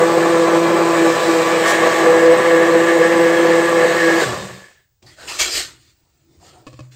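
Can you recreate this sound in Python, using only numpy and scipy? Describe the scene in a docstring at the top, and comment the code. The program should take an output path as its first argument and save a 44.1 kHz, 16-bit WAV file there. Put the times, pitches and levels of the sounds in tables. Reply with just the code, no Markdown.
"""A stick blender whips batter in a steel pot: shaft orders hum, a struck stem rattles, the commutator whines
and filtered noise churns and hisses. It is switched off at about 4.2 s and coasts down to a halt.
Strokes of scraping noise then brush over the microphone, with brief resonant catches.
Decaying modes of the blender's plastic body knock softly, mostly near 6.7 s, as it is shifted.
The near sounds get a short kitchen tail, over a faint room tone and a thin whistle."""
import sys
import numpy as np
from scipy import signal
from scipy.fft import rfft, irfft, next_fast_len
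from scipy.io import wavfile
from scipy.ndimage import uniform_filter1d, minimum_filter1d, map_coordinates

SR = 44100
rng = np.random.default_rng(int(sys.argv[2]) if len(sys.argv) > 2 else 0)


def digitize_waveform(pressure):
    """Quantize a signal to 16-bit integers and store it at the path in sys.argv[1].

    Rows of a 2-D input are taken as channels; values are limited to [-1, 1].
    """
    field = np.atleast_2d(pressure).T
    bounded = np.clip(field, -1, 1)
    quanta = np.round(bounded * 32767).astype(np.int16)
    wavfile.write(sys.argv[1], SR, quanta)


N = 306668

# Low rumble of shaken surfaces. Each row: frequency in Hz, relative level in dB.
RUMBLE_SPECTRUM = [(20, -35), (40, -23), (60, -1), (125, 3.5), (165, -5.5), (240, -11.5), (340, -2.5),
                   (450, -19), (900, -33), (2000, -71.5)]

OFF_S = 4.205  # switch-off, seconds
FRICTION_HZ = 20  # dry friction, as a speed in turns per second
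HUM_DROP_DB = -3  # change of the second and third orders as the drive lets go


def amp(db):
    """Level law: decibels to amplitude gain."""
    return np.exp(np.asarray(db) * (np.log(10) / 20))


def unit(x):
    """Normalisation by mean power: scale to rms 1."""
    return x / np.sqrt(np.mean(x ** 2) + 1e-20)


def clock():
    """Uniform sampling: the time of every sample in seconds."""
    return np.arange(N) / SR


def along(points, hz):
    """Interpolation on a logarithmic frequency axis of (Hz, value) points."""
    f, v = np.transpose(points)
    return np.interp(np.log(hz + 1), np.log(f + 1), v)


def curves(rows):
    """Linear interpolation in time: one curve for each column after the time."""
    s, *cols = np.transpose(rows)
    return [np.interp(clock(), s, c) for c in cols]


def swell(s, length):
    """Gaussian envelope centred on s, with standard deviation length, in seconds."""
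    out = np.zeros(N)
    first = max(0, int((s - 5 * length) * SR))
    last = min(N, int((s + 5 * length) * SR))
    near = np.arange(first, last)
    out[near] = np.exp(-.5 * ((near / SR - s) / length) ** 2)
    return out


def wobble(rate):
    """Band-limited random modulation: a smooth curve of rms 1 through rate knots a second."""
    step = 16  # samples that share one value
    knots = rng.standard_normal(int(N * rate / SR) + 4)
    smooth = map_coordinates(knots, [np.arange(0, N, step) * rate / SR])
    return np.repeat(unit(smooth), step)[:N]


def noise():
    """White noise: independent Gaussian samples."""
    return rng.standard_normal(N)


def grainy(rate, depth_db):
    """Amplitude-modulated noise: small random clumps."""
    return noise() * amp(depth_db * wobble(rate))


def patchy(x, depth_db):
    """Time-varying filtering: a smoothed random field shifts the colour of x from patch to patch."""
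    z = signal.stft(x, nperseg=1024)[2]
    field = rng.standard_normal(z.shape)
    field = uniform_filter1d(field, size=4, axis=0)  # across frequency
    field = uniform_filter1d(field, size=6, axis=1)  # across time
    return signal.istft(z * amp(depth_db * unit(field)), nperseg=1024)[1][:N]


def filtered(x, response):
    """Linear filtering: the spectrum of x times a response of frequency."""
    size = next_fast_len(N + SR // 2)
    return irfft(rfft(x, size) * response(np.fft.rfftfreq(size, 1 / SR)), size)[:N]


def coloured(x, spectrum):
    """Spectral shaping: x through a broad spectrum, at rms 1."""
    return unit(filtered(x, lambda hz: amp(along(spectrum, hz))))


def resonant(x, modes):
    """Modal superposition: x through damped resonances of alternating sign, at rms 1."""
    def response(f):
        """Second-order resonance: each mode passes a band around its centre."""
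        total = 0
        for k, (centre, width, db) in enumerate(modes):
            damping = 1j * f * width
            total = total + (-1) ** k * amp(db) * damping / (centre * centre - f * f + damping)
        return total
    return unit(filtered(x, response))


def background():
    """Stationary shaped noise: the quiet kitchen, and a narrow band heard as a thin whistle."""
    # Each row: frequency in Hz, relative level in dB.
    room_tone = [(25, -9), (55, 2.5), (130, -3.5), (250, -22), (400, -21.5), (1000, -27), (2500, -29.5),
                 (8000, -23.5), (9800, -42), (15500, -39)]
    # Each row: centre in Hz, width in Hz, relative level in dB.
    whistle = [(15500, 60, 0)]
    return amp(-67.5) * coloured(noise(), room_tone) + amp(-73) * resonant(noise(), whistle)


def kitchen(x):
    """Reverberation: convolution with noise that decays at a rate set by frequency."""
    # Each row: frequency in Hz, decay time (t60) in seconds.
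    decay_times = [(200, 0.48), (2000, 0.41), (10000, 0.27)]
    hz, t, z = signal.stft(rng.standard_normal(SR // 2), SR, nperseg=256)
    decay = amp(-60 * t / along(decay_times, hz)[:, None])
    tail = signal.istft(z * decay, SR, nperseg=256)[1]
    return signal.fftconvolve(x, tail / np.linalg.norm(tail))[:N]


def knocks():
    """Impact excitation: each contact ticks, rings the plastic body and thumps the filled pot."""
    # Each row: start in seconds, relative levels of ring, thump and tick in dB.
    contacts = [(5.026, -63, -54, -50), (6.667, -38, -55, -43), (6.671, -34, -52, -55),
                (6.678, -36, -42, -48), (6.687, -55, -42, -55), (6.730, -41.5, -50, -49),
                (6.740, -47, -35, -55), (6.792, -34.5, -41, -46), (6.805, -40.5, -29, -46)]
    # Modes of the body. Each row: nominal frequency in Hz, nominal level in dB, t60 in seconds.
    body = [(315, 4.5, 0.058), (530, -3, 0.083), (620, -3.5, 0.093), (752, -8, 0.045), (1094, 1.5, 0.039),
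            (1228, -15, 0.036), (1695, -10, .05), (2280, -14.5, 0.048), (2560, -8, 0.058), (3036, -18, .04),
            (4450, -19, .04), (4800, -17, .04)]
    # Each row: frequency in Hz, relative level in dB.
    tick_spectrum = [(300, -14.5), (1200, -14), (2500, -3.5), (5000, -4), (8000, -9.5), (10000, -30),
                     (15000, -34)]
    out, ticks = np.zeros(N + SR), np.zeros(N + SR)
    t = np.arange(SR // 3) / SR
    # the thump drops quickly, then hums on
    thump = np.sin(2 * np.pi * 126 * t) * (amp(-60 * t / 0.1) + 0.37 * amp(-60 * t / 1.2))
    thump *= 1 - np.exp(-t / .003)
    for s, ring_db, thump_db, tick_db in contacts:
        start = round(s * SR)
        ring = np.zeros(len(t))
        for hz, db, t60 in body:
            # the grip detunes the modes a little from one contact to the next
            decay = amp(db + rng.normal(0, 1.4) - 60 * t / t60)
            ring += decay * np.sin(2 * np.pi * hz * rng.normal(1, 0.023) * t)
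        out[start:][:len(t)] += amp(ring_db - 3.0) * ring + amp(thump_db) * thump
        ticks[start:][:len(t)] += amp(tick_db - 60 * t / 0.043)
    return out[:N] + ticks[:N] * coloured(noise(), tick_spectrum)


def catches():
    """Transient resonance: where the rubbing catches, one mode swells quickly and lets go."""
    # Each row: start in seconds, decay length in seconds, centre in Hz, width in Hz, relative level in dB.
    catch_rows = [(5.059, .05, 4620, 502, -47), (5.06, 0.097, 1936, 199, -51.5),
                  (5.17, 0.17, 1530, 198, -43), (5.275, .06, 2680, 444, -30), (5.275, .1, 5100, 400, -36),
                  (5.39, .045, 2890, 1998, -24), (5.5, .08, 4990, 500, -26), (5.543, .07, 1726, 597, -37.5),
                  (5.545, .09, 4420, 120.4, -31.5), (5.55, .06, 7120, 395, -32),
                  (6.408, 0.074, 714, 25, -51), (6.55, .045, 730, 24.8, -51)]
    out = np.zeros(N + SR)
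    for s, length, hz, width_hz, db in catch_rows:
        age = np.arange(SR // 2) / SR / length  # in decay lengths
        ring = signal.lfilter(*signal.iirpeak(hz, hz / width_hz, SR), rng.standard_normal(len(age)))
        envelope = (1 - np.exp(-10 * age)) * np.exp(-age ** 2)
        out[round(s * SR):][:len(age)] += amp(db) * unit(ring) * envelope
    return out[:N]


def stroke(s, rise, hold):
    """Contact force envelope: the hand presses in, holds and lets go."""
    age = clock() - s
    release_db_per_s = 216.5
    return np.clip(age / rise, 0, 1) * amp(-release_db_per_s * np.maximum(age - rise - hold, 0))


def rubbing():
    """Friction noise: dense tiny slips scrape the casing, and the moving hand adds a rumble."""
    # Each row: start, rise and hold in seconds, relative levels of scrape, low drag and rumble in dB.
    strokes = [(5.019, .012, 0.022, -57, -56, -51), (5.06, .01, .065, -51.5, -62, -54),
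               (5.155, 0.074, .05, -41.5, -45.5, -50), (5.268, 0.019, .072, -30.5, -37.5, -56.5),
               (5.35, .02, .015, -36, -43.5, -56), (5.383, 0.019, 0.016, -15.5, -34.5, -56),
               (5.43, 0.032, 0.033, -26.5, -39, -60), (5.495, 0.062, 0.036, -20.5, -37, -50),
               (5.62, 0.051, 0.061, -55.5, -58, -53), (5.742, 0.076, .085, -57, -72.5, -61),
               (5.933, .04, 0.26, -69.5, -74.5, -68), (6.19, 0.16, .07, -64, -71, -52.5),
               (6.385, .08, 0.031, -49, -54, -55), (6.515, 0.025, 0.068, -58.5, -53, -55),
               (6.622, .08, .15, -58.5, -63, -61), (6.907, .015, .03, -51.5, -63, -58)]
    # Three spectra. Each row: frequency in Hz, relative level in dB.
    scrape_spectrum = [(650, -44.5), (1100, -10.5), (1150, -9), (1590, -6.5), (1830, -7.5), (2240, -3.5),
                       (4230, -1.5), (6030, -6.5), (7050, -3), (8710, -6), (9730, -29), (12600, -17.5),
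                       (15700, -27)]
    drag_spectrum = [(100, -43.5), (170, -11.5), (232, -14.5), (337, 2), (420, -3.5), (630, -2), (860, -5),
                     (1500, -13.5), (1950, -32.5), (3300, -120)]
    puff_spectrum = [(20, -10), (50, -3), (80, -7), (160, -30), (400, -70.5)]  # air pushed into the microphone port
    # Rubbed casing. Each row: centre in Hz, width in Hz, relative level in dB.
    casing = [(1830, 99, -4.5), (4180, 91, -4.5), (4840, 37, 0), (6250, 34, -11.5), (7260, 95, -5)]
    # overlapping strokes add in power
    power = sum(np.outer(amp(db), stroke(s, rise, hold)) ** 2 for s, rise, hold, *db in strokes)
    scraping, dragging, rumbling = np.sqrt(power)
    slips = patchy(grainy(rate=490, depth_db=1.1), depth_db=3.5)
    scrape = amp(-1.0) * coloured(slips, scrape_spectrum)
    scrape += amp(-9) * resonant(noise(), casing)
    scrape += amp(-26) * coloured(noise(), puff_spectrum)
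    drag = amp(-0.5) * coloured(slips, drag_spectrum)
    return scraping * scrape + dragging * drag + rumbling * coloured(noise(), RUMBLE_SPECTRUM)


def spray():
    """Droplet noise: the blade catches air and spits short bursts of fine spray."""
    # Each row: centre in seconds, standard deviation in seconds, level in dB.
    spits = [(1.697, .022, -23.5), (1.75, .01, -35), (4.235, .015, -46)]
    # Each row: frequency in Hz, relative level in dB.
    spray_spectrum = [(800, -23), (2000, -3.5), (7500, 4.5), (10000, -8), (15500, -14)]
    bursts = sum(amp(db) * swell(s, length) for s, length, db in spits)
    return bursts * coloured(grainy(rate=460, depth_db=1.5), spray_spectrum)


def batter_load():
    """Fluctuating load: batter sloshes against the blade about four times a second."""
    # Each row: centre in seconds, standard deviation in seconds, load from 0 to 1.
    surges = [(0.0, .03, .9), (0.413, .05, .5), (0.557, .04, .5), (0.795, .04, .45), (1.061, .06, .85),
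              (1.382, .055, .85), (1.586, .045, .7), (1.856, .05, .7), (2.11, .05, .9), (2.294, .045, 1.0),
              (2.564, .045, .85), (2.77, .045, .9), (3.016, .045, 0.97), (3.252, .05, .7),
              (3.52, .055, 0.8), (3.822, .05, .95), (4.063, .05, .55)]
    return sum(strength * swell(s, length) for s, length, strength in surges)


def shaft(load):
    """Rotational dynamics: the shaft sags under load, then drag and dry friction bring it to a halt."""
    # Speed between surges. Each row: time in seconds, speed in turns per second.
    free_speed = [(0, 167.8), (.9, 168.3), (1.3, 166.2), (2.05, 166.2), (2.4, 168.4), (3.93, 168.7),
                  (4.15, 166.6)]
    sag_hz, drag_s = 2.1, .31  # sag at load 1; the batter's drag time
    driven = curves(free_speed)[0] - sag_hz * load
    coasted = np.maximum(clock() - OFF_S, 0)
    speed = np.maximum((driven + FRICTION_HZ) * np.exp(-coasted / drag_s) - FRICTION_HZ, 0)
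    # the turns flutter more without power
    flutter = np.where(coasted > 0, .025, .002)
    return speed, np.cumsum(speed * (1 + flutter * wobble(60))) / SR


def order(turns, multiple, rough, rate):
    """Order tone: a whole multiple of the shaft turns, shaken in strength and phase by the batter."""
    cycles = round(multiple) * turns + rng.random()
    phase = 2 * np.pi * (cycles - np.floor(cycles)) + rough * wobble(rate)
    return unit((1 + rough * wobble(rate)) * np.cos(phase.astype(np.float32)))


def order_sum(turns, rows, rough, rate):
    """Harmonic superposition: orders from (multiple, dB) rows."""
    return sum(amp(db) * order(turns, k, rough, rate) for k, db in rows)


def slaps(turns, scatter, size_db):
    """Periodic impact: the loose shaft strikes its bearing once a turn, never quite alike."""
    whole = np.arange(1, int(turns[-1]))
    chance = rng.standard_normal((len(whole), 2))
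    at = np.searchsorted(turns, whole + scatter * chance[:, 0]).clip(0, N - 1)
    speed = np.gradient(turns)[at] * SR
    return unit(np.bincount(at, amp(size_db * chance[:, 1]) / np.sqrt(speed + 15), N))


def shake(turns, speed, pace, off):
    """Forced vibration: the blender shakes in the hand and strikes low rings from the pot."""
    # Low pot rings. Each row: centre in Hz, width in Hz, relative level in dB.
    pot_low = [(119.5, 22, -10.5), (191, 6.1, -2.5)]
    # driven levels, plus what the loose, coasting shaft adds
    shake_db, pot_low_db = -54 + 18 * off, -42.5 + 11.5 * off
    out = amp(shake_db) * pace ** 1.7 * coloured(noise(), RUMBLE_SPECTRUM)
    # the pot rings until the shaft is too slow to strike
    striking = np.clip(speed / FRICTION_HZ - 1, 0, 1) * pace ** 0.97
    strikes = slaps(turns, scatter=.1, size_db=-1) + noise()
    return out + amp(pot_low_db) * striking * resonant(strikes, pot_low)


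def hiss():
    """Broadband flow and friction noise: the brushes and the cooling air."""
    # Each row: frequency in Hz, relative level in dB.
    hiss_spectrum = [(600, -25), (1500, -3.5), (2400, -0.5), (3000, 0), (3900, 0), (4600, -3), (6000, -5.5),
                     (7300, -2.5), (8200, -2.5), (9200, -16.5), (10600, -30.5), (12200, -13.5),
                     (13300, -22), (15700, -22.5)]
    return amp(1) * coloured(patchy(grainy(rate=530, depth_db=0.55), depth_db=2.0), hiss_spectrum)


def whine(turns, third):
    """Amplitude modulation: uneven commutator bars put sidebands one turn rate apart."""
    # Each row: multiple of the shaft speed, relative level in dB.
    whine_orders = [(24, -15.5), (48, -13), (60, -31), (72, -23), (84, -36)]
    bars = 1 + 0.43 * np.cos(2 * np.pi * turns)
    # side load on the shaft raises the whine along with the third order
    side_load = 0.4 + third / third.max()
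    return bars * side_load * order_sum(turns, whine_orders, rough=0.45, rate=44)


def rattle(turns, off):
    """Struck resonator: shaft slaps and noise ring the plastic stem, with a longer ring once undriven."""
    # Both tables. Each row: centre in Hz, width in Hz, relative level in dB.
    stem = [(1717, 80, 1), (1851, 89, -2), (2016, 180, -7), (2222, 99, -8), (2600, 250, -16),
            (3400, 900, -24.5)]
    free_ring = [(1725, 55, 0)]
    strikes = slaps(turns, scatter=.05, size_db=1.0) + 1.5 * noise()
    return amp(-2.5) * resonant(strikes, stem) + amp(-3.5) * off * resonant(noise(), free_ring)


def churn(turns, pot_db):
    """Modulated turbulence: the blade churns the batter, and the air in the pot resonates."""
    # Batter. Each row: frequency in Hz, relative level in dB.
    churn_spectrum = [(25, -65), (50, -50.5), (90, -28), (140, -12), (200, -8.5), (285, -11.5), (365, 1.5),
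                      (440, -3.5), (550, 1), (760, -5.5), (1300, -9), (1450, -11.5), (2500, -21),
                      (5000, -50)]
    # Air in the pot. Each row: centre in Hz, width in Hz, relative level in dB.
    pot_air = [(395, 42, -3.5), (498, 61, 2.5), (687, 140, -1), (847, 60, -6), (1040, 100, 0),
               (1148, 48, 8.5)]
    # each of the two blades pushes a pulse of batter past the guard
    blades = 1 + 0.44 * np.cos(4 * np.pi * turns)
    batter = amp(-1.5) * coloured(blades * grainy(rate=60, depth_db=2.0), churn_spectrum)
    strikes = slaps(turns, scatter=.1, size_db=5.0) + noise()
    return batter + amp(pot_db) * resonant(strikes, pot_air)


def overtones(turns, pace, churning, rattling, rattle_db):
    """Harmonic radiation: weaker orders follow the churning, the rattle and a level curve of their own."""
    # Three sets of orders. Each row: multiple of the shaft speed, relative level in dB.
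    churn_orders = [(4, -9), (5, -12), (6, -11.5), (7, -10.5), (8, -19), (9, -17.5), (10, -17), (12, -17)]
    stem_orders = [(10, -3), (11, -3.5), (12, -9), (13, -14)]
    high_orders = [(14, 0), (15, -4.5)]
    # Level of the high orders before the fall with speed. Each row: time in seconds, level in dB.
    high_levels = [(0, -41), (1.0, -37.5), (1.6, -32), (2.1, -41), (4.2, -44)]
    out = churning * order_sum(turns, churn_orders, rough=0.48, rate=35)
    # a pair of high motor orders swells until about 1.6 s, then fades
    high_gain = pace * amp(curves(high_levels)[0])
    out += high_gain * order_sum(turns, high_orders, rough=.4, rate=35)
    # the harder the stem rattles, the more it locks to the shaft
    full_lock_db = -16.5
    singing = rattling * amp(1.25 * np.minimum(rattle_db - full_lock_db, 0))
    return out + singing * order_sum(turns, stem_orders, rough=.5, rate=40)


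def hum(turns, pace, off, first, second, third):
    """Low-order radiation: unbalance, blade beat and third order fade as a power of speed."""
    out = amp(-1.5) * first * order(turns, multiple=1, rough=.22, rate=33)
    out += amp(-0.86) * second * order(turns, multiple=2, rough=.17, rate=40)
    out += amp(1) * third * order(turns, multiple=3, rough=.24, rate=55)
    # the unpowered shaft judders
    return out * pace ** 2.9 * (1 + 0.46 * off * wobble(90))


def blender():
    """Rotating-machine sound: hum, churning, rattle and whine share one shaft and its load."""
    # Blade depth between surges. Each row: time in seconds, relative levels of the unbalance and
    # the third order in dB, pot ring in dB over the churning.
    depth_levels = [(0, -32, -20.5, -4.5), (.25, -30.5, -21.5, -5.5), (.45, -36.5, -22, -5),
                    (.68, -27.5, -28.5, -4), (1.18, -41.5, -27, -7), (1.95, -42, -25, -3.5),
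                    (2.14, -37.5, -17.5, -5.5), (2.85, -39.5, -22, -7), (3.6, -37, -22, -8),
                    (4.2, -40, -25.5, -5.5)]
    # Beat of the two blades, fading where they lose grip. Each row: time in seconds, relative level in dB.
    beat_levels = [(0, -19), (.38, -17), (.53, -16), (.95, -18.5), (1.06, -12), (1.19, -33.5),
                   (1.29, -14.5), (1.42, -24.5), (1.73, -26), (1.79, -18.5), (1.94, -34), (2.03, -16),
                   (2.11, -25), (2.3, -14.5), (2.39, -29), (2.45, -17.5), (3.52, -17), (3.96, -24),
                   (4.11, -13.5), (4.21, -26.5)]
    # Work in the batter. Each row: time in seconds, relative levels of churning, rattle and hiss in dB.
    work_levels = [(0, -19, -27.5, -31), (.8, -20.5, -27.5, -31.5), (1.23, -20.5, -25, -28),
                   (1.6, -19.5, -24, -29), (1.68, -19, -19, -25), (1.8, -20, -21, -29.5),
                   (1.96, -19, -20, -28), (2.1, -19, -21, -31), (2.7, -20.5, -22, -32),
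                   (3.05, -20.5, -20.5, -31.5), (3.78, -21.5, -22, -31), (4.0, -21, -20, -29.5),
                   (4.17, -21.5, -21, -29), (4.24, -21, -17, -21.5)]
    load = batter_load()
    speed, turns = shaft(load)
    pace = speed / speed.max() + 1e-9
    # 0 while driven, 1 once the drive has let go, 0.06 s after switch-off
    off = np.clip((clock() - OFF_S) / .06, 0, 1) ** 2
    unbalance_db, third_db, pot_db = curves(depth_levels)
    churn_db, rattle_db, hiss_db = curves(work_levels)

    # the slowing unbalance swells as it passes a low mode of the filled pot
    pot_mode_hz, passing_width_hz, passing_db = 109.6, 33, 17.5
    passing = np.exp(-.5 * ((speed - pot_mode_hz) / passing_width_hz) ** 2)
    first = amp(unbalance_db + 9 * load + passing_db * off * passing)
    second = amp(curves(beat_levels)[0] + HUM_DROP_DB * off)
    third = amp(third_db + 8.5 * load + HUM_DROP_DB * off)

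    # each layer steps in level as the drive lets go, then falls as a power of the speed
    churning = amp(churn_db + 1.5 * (load - load.mean()) + 2.5 * off) * pace ** 1.95
    rattling = amp(rattle_db - 15.5 * off) * pace
    hissing = amp(hiss_db - 5.5 * off) * pace ** 1.415
    # the batter churns unevenly and the rattle comes in fits
    churning *= amp(.8 * wobble(25))
    rattling *= amp(1.2 * wobble(22))

    out = hum(turns, pace, off, first, second, third) + shake(turns, speed, pace, off)
    driven_tones = overtones(turns, pace, churning, rattling, rattle_db) + hissing * whine(turns, third)
    out += (1 - off) * driven_tones
    return out + churning * churn(turns, pot_db) + rattling * rattle(turns, off) + hissing * hiss()


def scene():
    """Superposition: all sources close by, their reverberation and the room's faint tone."""
    near = blender() + spray() + rubbing() + catches() + knocks()
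    return (near + amp(-15.0) * kitchen(near) + background())[None]


def record(dry):
    """Peak limiting and band limiting: the recorder eases down high peaks and cuts the top band."""
    needed = np.minimum(1, .93 / (np.abs(dry[0]) + 1e-9))
    gain = uniform_filter1d(minimum_filter1d(needed, size=301), size=301)
    top_hz = 15750
    return filtered(dry[0] * gain, lambda hz: hz < top_hz)[None]


dry = scene()
out = record(dry)
digitize_waveform(out)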